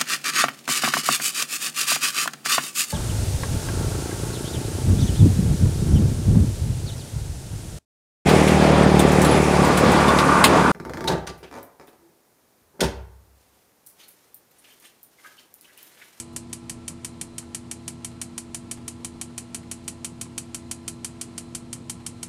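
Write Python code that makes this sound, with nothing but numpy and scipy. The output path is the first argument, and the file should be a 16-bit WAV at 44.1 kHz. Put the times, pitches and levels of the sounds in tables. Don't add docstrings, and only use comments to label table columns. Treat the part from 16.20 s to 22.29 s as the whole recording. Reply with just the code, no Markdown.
import sys
import numpy as np
from scipy import signal
from scipy.fft import rfft, irfft, next_fast_len
from scipy.io import wavfile
from scipy.ndimage import map_coordinates

SR = 44100
rng = np.random.default_rng(int(sys.argv[2]) if len(sys.argv) > 2 else 0)


def transcribe(u):
    v = np.clip(np.atleast_2d(u).T, -1, 1)
    q = np.round(v * 32767).astype(np.int16)
    wavfile.write(sys.argv[1], SR, q)


def level_to_linear(level):
    exponent = np.asarray(level, float) / 20
    return 10 ** exponent


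N = 268392
SPAN = 16384

SUPPLY_HZ, CYCLES_PER_SPARK, FIRST_STRIKE_S, SPARK_COUNT = 60, 10, -.0039, 37
EXTRA_WAITS = [
    .6,
    5.45,
]
# start_s, extra_level_db, straight_path_db (against the echoes)
STRAY_ARCS = [(.32941, -.6, -.2), (.49618, 0, -1.8), (.67953, 0, -6.2), (.8465, 0, -7.5),
              (1.18152, 0, -1.9), (1.34725, .8, 2.8), (1.51299, 0, -.7), (1.84632, -.8, -4.1),
              (2.01539, .7, 1.9), (2.6792, 0, -11), (2.84684, 0, 3.5), (3.01338, .4, 3.3),
              (3.51345, 0, -3.4), (4.01235, -1.2, -1.6), (4.17931, .6, 2.8), (4.34586, -1, 2.2),
              (5.34953, 1.6, .5), (5.69696, 1.9, 0), (5.86343, .6, -13.5), (6.0296, 0, -3.3)]
USUAL_STRAIGHT_DB = 2.4
FAT_PER_STRAIGHT_DB = 0.13
# time_s, level_db, fatness_db (below 4 kHz)
MIC_DRIFT = [(0, -30.5, -2), (.85, -31, 0.1), (1.01, -32, -0.8), (1.5, -31.5, 0.2), (2.4, -30.5, -1.3),
             (2.85, -32, -0.5), (3.5, -31, .2), (3.7, -30, -0.1), (4.85, -29.6, -1.1), (5.18, -32.5, 0),
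             (5.55, -32, -1.8), (6.05, -31.5, 0)]
# pitch_hz, level_db
SHOCK_COLOUR = [(150, -47), (400, -18), (700, -9), (1300, -11), (2500, -8), (3030, -8), (3500, -15.5),
                (4300, -6.5), (5200, -7), (5900, -3.5), (8000, 0), (9700, -1), (11000, -5), (15000, -18)]
# delay_ms, reflection_factor (negative = turned over)
ECHO_SURFACES = [(.52, -.5), (.98, -.47), (1.3, -1.0), (1.75, .55), (2.07, .45), (2.37, .62), (2.97, .5),
                 (3.36, -.55), (3.96, -.8), (4.39, .5), (12.8, .3), (18.8, .22), (28.8, -.14), (35.6, .08)]
# pitch_hz, level_db
SIDE_DULLING = [(8000, 0), (10000, -2.5), (12000, -8)]
RING_PITCHES = [1290, 2293, 2928, 3143, 3660, 4317, 4618, 5760, 6427, 6739, 7472, 7902, 8200, 8408, 8774,
                8936, 9496, 9689, 9969, 10518, 11531]
# level_db, fade_60_db_s
RING_FADES = [(-9.5, 0.0081), (-6, 0.025), (-20.5, 0.093), (-6.5, 0.038), (-7.5, 0.028), (-1.5, 0.018),
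              (-30, 0.017), (-7.5, 0.016), (-22, 0.04), (-8.5, 0.061), (-22, 0.024), (-5, 0.093),
              (-7, 0.045), (-13, 0.075), (-7, 0.08), (-5.5, 0.073), (-13.5, 0.052), (-4, 0.069),
              (-17, 0.06), (-8, 0.035), (-21, 0.021)]
# pitch_hz, fade_60_db_s
ROOM_FADES = [(1000, 0.1), (3000, 0.18), (6000, 0.14), (9000, 0.17), (13000, 0.086)]
FAN_HZ = 83.92
# multiple, level_db (rms)
FAN_TONES = [(1, -52.5), (4, -50.5), (5, -66), (8, -64), (10, -66.5), (11, -72), (12, -64.5), (16, -67.5)]
MAINS_HZ = 120
# multiple, level_db (rms)
HUM_TONES = [(1, -51), (2, -45.5), (9, -72.5)]
# pitch_hz, level_db (per Hz)
RUMBLE_COLOUR = [(15, -28), (30, -4.5), (45, -15), (70, -9), (95, -4), (170, 1), (210, -5), (300, -7.5),
                 (390, -15.5), (450, -12.5), (520, -17), (1000, -20.5), (1350, -23.5), (1500, -61)]
# pitch_hz, level_db (per Hz)
HISS_COLOUR = [(900, -26), (1400, 1.5), (2200, 2.5), (3800, -0.5), (4250, -5), (4330, 0), (6000, -5.5),
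               (7500, -3.5), (9800, -6), (11000, -16), (12200, -20), (14000, -18)]
# pitch_hz, level_db (per Hz)
WHINE_COLOUR = [(3800, -30), (4000, -8), (4070, 0), (4130, -6), (4240, -6), (4290, -30)]
# start_s, peak_level_db, pitch_hz
BENCH_TAPS = [(.2955, -52, 6500), (.13, -49, 8600), (.9405, -54, 3000), (1.226, -40.5, 1050),
              (1.914, -46, 3000), (2.574, -42, 800), (2.803, -49, 3000), (3.101, -43.5, 950),
              (3.43, -45, 1700), (3.641, -48, 6000), (4.055, -44, 950), (4.256, -58, 10000),
              (4.887, -49, 1050), (5.561, -43.5, 900), (5.802, -44, 750)]
# pitch_hz, level_db
MIC_TREBLE = [(12300, 0), (13000, -7), (13600, -17), (14000, -29), (14500, -40), (16000, -75)]


def unit(x):
    return x / np.sqrt(np.mean(x ** 2) + 1e-20)


def along(points, hz):
    point_hz, value = np.transpose(points)
    return np.interp(np.log(hz + 1), np.log(point_hz + 1), value)


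def wobble(rate):
    knots = rng.standard_normal(int(N * rate / SR) + 4)
    return map_coordinates(knots, [np.arange(N) * rate / SR])


def place(starts, sounds):
    out = np.zeros(N + 2 * SPAN)
    for at, sound in zip(starts, sounds):
        out[at + SPAN:][:SPAN] += sound[:len(out) - at - SPAN]
    return out[SPAN:SPAN + N]


def strikes():
    s = FIRST_STRIKE_S + np.arange(SPARK_COUNT) * CYCLES_PER_SPARK / SUPPLY_HZ
    for after_s in EXTRA_WAITS:
        s = s + (s > after_s) / SUPPLY_HZ
    extra_db = np.zeros(len(s))
    straight_db = np.full(len(s), USUAL_STRAIGHT_DB)
    for start_s, stray_extra_db, stray_straight_db in STRAY_ARCS:
        nearest = np.abs(s - start_s).argmin()
        s[nearest] = start_s
        extra_db[nearest] = stray_extra_db
        straight_db[nearest] = stray_straight_db
    time_s, drift_db, drift_fat_db = np.transpose(MIC_DRIFT)
    level_db = np.interp(s, time_s, drift_db) + extra_db
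    fat_db = np.interp(s, time_s, drift_fat_db)
    fat_db = fat_db + FAT_PER_STRAIGHT_DB * np.clip(straight_db, -4, 4)
    return s, level_db, straight_db, fat_db


def scatter(count, early_t60, room_db, rise_s):
    hz, t, z = signal.stft(rng.standard_normal((count, SPAN)), SR, nperseg=64)
    parts_fade = level_to_linear(-60 * t / early_t60)
    room_fade = level_to_linear(room_db - 60 * t / along(ROOM_FADES, hz)[:, None])
    tails = signal.istft(z * (parts_fade + room_fade), SR, nperseg=64)[1][:, :SPAN]
    rise = 1 - np.exp(-np.arange(SPAN) / SR / np.clip(rise_s, 1e-4, 6e-4))
    tails = tails * rise
    return tails / np.linalg.norm(tails, axis=1).mean()


def drifting(tails, keep):
    out = [tails[0]]
    for new in tails[1:]:
        out.append(keep * out[-1] + np.sqrt(1 - keep ** 2) * new)
    return np.array(out)


def cabinet_ring():
    t = np.arange(SPAN) / SR
    ring = np.zeros(SPAN)
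    for hz, (level_db, fade_s) in zip(RING_PITCHES, RING_FADES):
        fade = level_to_linear(level_db - 60 * t / np.clip(fade_s, .02, .055))
        ring = ring + fade * np.sin(2 * np.pi * (hz * t + rng.random()))
    ring = ring * (1 - np.exp(-t / .0015))
    return ring / np.linalg.norm(ring)


def sparks():
    s, level_db, straight_db, fat_db = strikes()
    t, hz = np.arange(SPAN) / SR, np.fft.rfftfreq(SPAN, 1 / SR)
    tails = scatter(count=2 * len(s), early_t60=0.029, room_db=-4.5, rise_s=0.00066)
    steady = drifting(tails[::2], keep=np.clip(.99 - 12 * t, .87, 1))
    diffuse = np.sqrt(.8) * steady + np.sqrt(.2) * tails[1::2]

    paths = level_to_linear(straight_db + 1.5)[:, None]
    chance = rng.standard_normal((len(s), len(ECHO_SURFACES), 2))
    for k, (delay_ms, factor) in enumerate(ECHO_SURFACES):
        delay_s = delay_ms / 1000 + 6e-6 * chance[:, k, :1]
        strength = factor * level_to_linear(1.5 * chance[:, k, 1:])
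        paths = paths + strength * np.exp(-2j * np.pi * hz * delay_s)
    paths = paths * level_to_linear(along(SIDE_DULLING, hz)) + level_to_linear(8) * rfft(diffuse)

    fat = 1.5 * fat_db[:, None] / (1 + (hz / 4000) ** 4)
    shock = 1j * level_to_linear(along(SHOCK_COLOUR, hz) + fat)
    ring_level = level_to_linear(-1.5) * level_to_linear(1.4 * rng.standard_normal((len(s), 1)))
    heard = shock * paths + ring_level * rfft(cabinet_ring())

    lead = 64
    at = np.floor(s * SR).astype(int)
    shift_s = s[:, None] - (at[:, None] - lead) / SR
    heard = heard * np.exp(-2j * np.pi * hz * shift_s)
    return place(at - lead, level_to_linear(level_db + 24.5)[:, None] * irfft(heard, SPAN))


def tone(base_hz, orders, wander_hz, unsteady_db):
    phase = 2 * np.pi * np.cumsum(base_hz + wander_hz * wobble(2.016)) / SR
    hum = np.zeros(N)
    for multiple, level_db in orders:
        level = np.sqrt(2) * level_to_linear(level_db + unsteady_db * wobble(3.093))
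        hum = hum + level * np.sin(round(multiple) * phase + 7 * rng.random())
    return hum


def rush(colour):
    m = next_fast_len(N + SPAN)
    spectrum = rfft(rng.standard_normal(m)) * level_to_linear(along(colour, np.fft.rfftfreq(m, 1 / SR)))
    return unit(irfft(spectrum, m)[:N])


def equipment():
    fan = tone(FAN_HZ, FAN_TONES, wander_hz=0.0852, unsteady_db=1.22)
    hum = tone(MAINS_HZ, HUM_TONES, wander_hz=0.016, unsteady_db=-0.27)
    rumble = level_to_linear(-46.5 + 0.25 * wobble(3.27) + 0.92 * wobble(24.8)) * rush(RUMBLE_COLOUR)
    hiss = level_to_linear(-58.5 + 0.27 * wobble(4.04) + 0.14 * wobble(11)) * rush(HISS_COLOUR)
    whine = level_to_linear(-68.5 + .35 * np.arange(N) / SR + 1.3 * wobble(12)) * rush(WHINE_COLOUR)
    return fan + hum + rumble + hiss + whine


def ticks():
    t = np.arange(SPAN) / SR
    start_s, peak_db, pitch_hz = np.transpose(BENCH_TAPS)
    puffs = rng.standard_normal((len(start_s), SPAN)) * level_to_linear(-60 * t / 0.093)
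    ratio = np.fft.rfftfreq(SPAN, 1 / SR) / pitch_hz[:, None]
    resonance = 1j * ratio / (1 - ratio ** 2 + .6j * ratio)
    puffs = irfft(rfft(puffs) * resonance, SPAN)
    puffs = puffs / np.abs(puffs).max(axis=1, keepdims=True)
    return place((start_s * SR).astype(int), level_to_linear(peak_db)[:, None] * puffs)


def scene():
    return (sparks() + equipment() + ticks())[None]


def low_pass(x):
    return signal.sosfilt(signal.butter(12, 14010, fs=SR, output="sos"), x)


def record(dry):
    m = next_fast_len(N + SPAN)
    treble = level_to_linear(along(MIC_TREBLE, np.fft.rfftfreq(m, 1 / SR)))
    heard = irfft(rfft(dry, m) * treble, m)[:, :N]
    return low_pass(heard)


dry = scene()
out = record(dry)
transcribe(out)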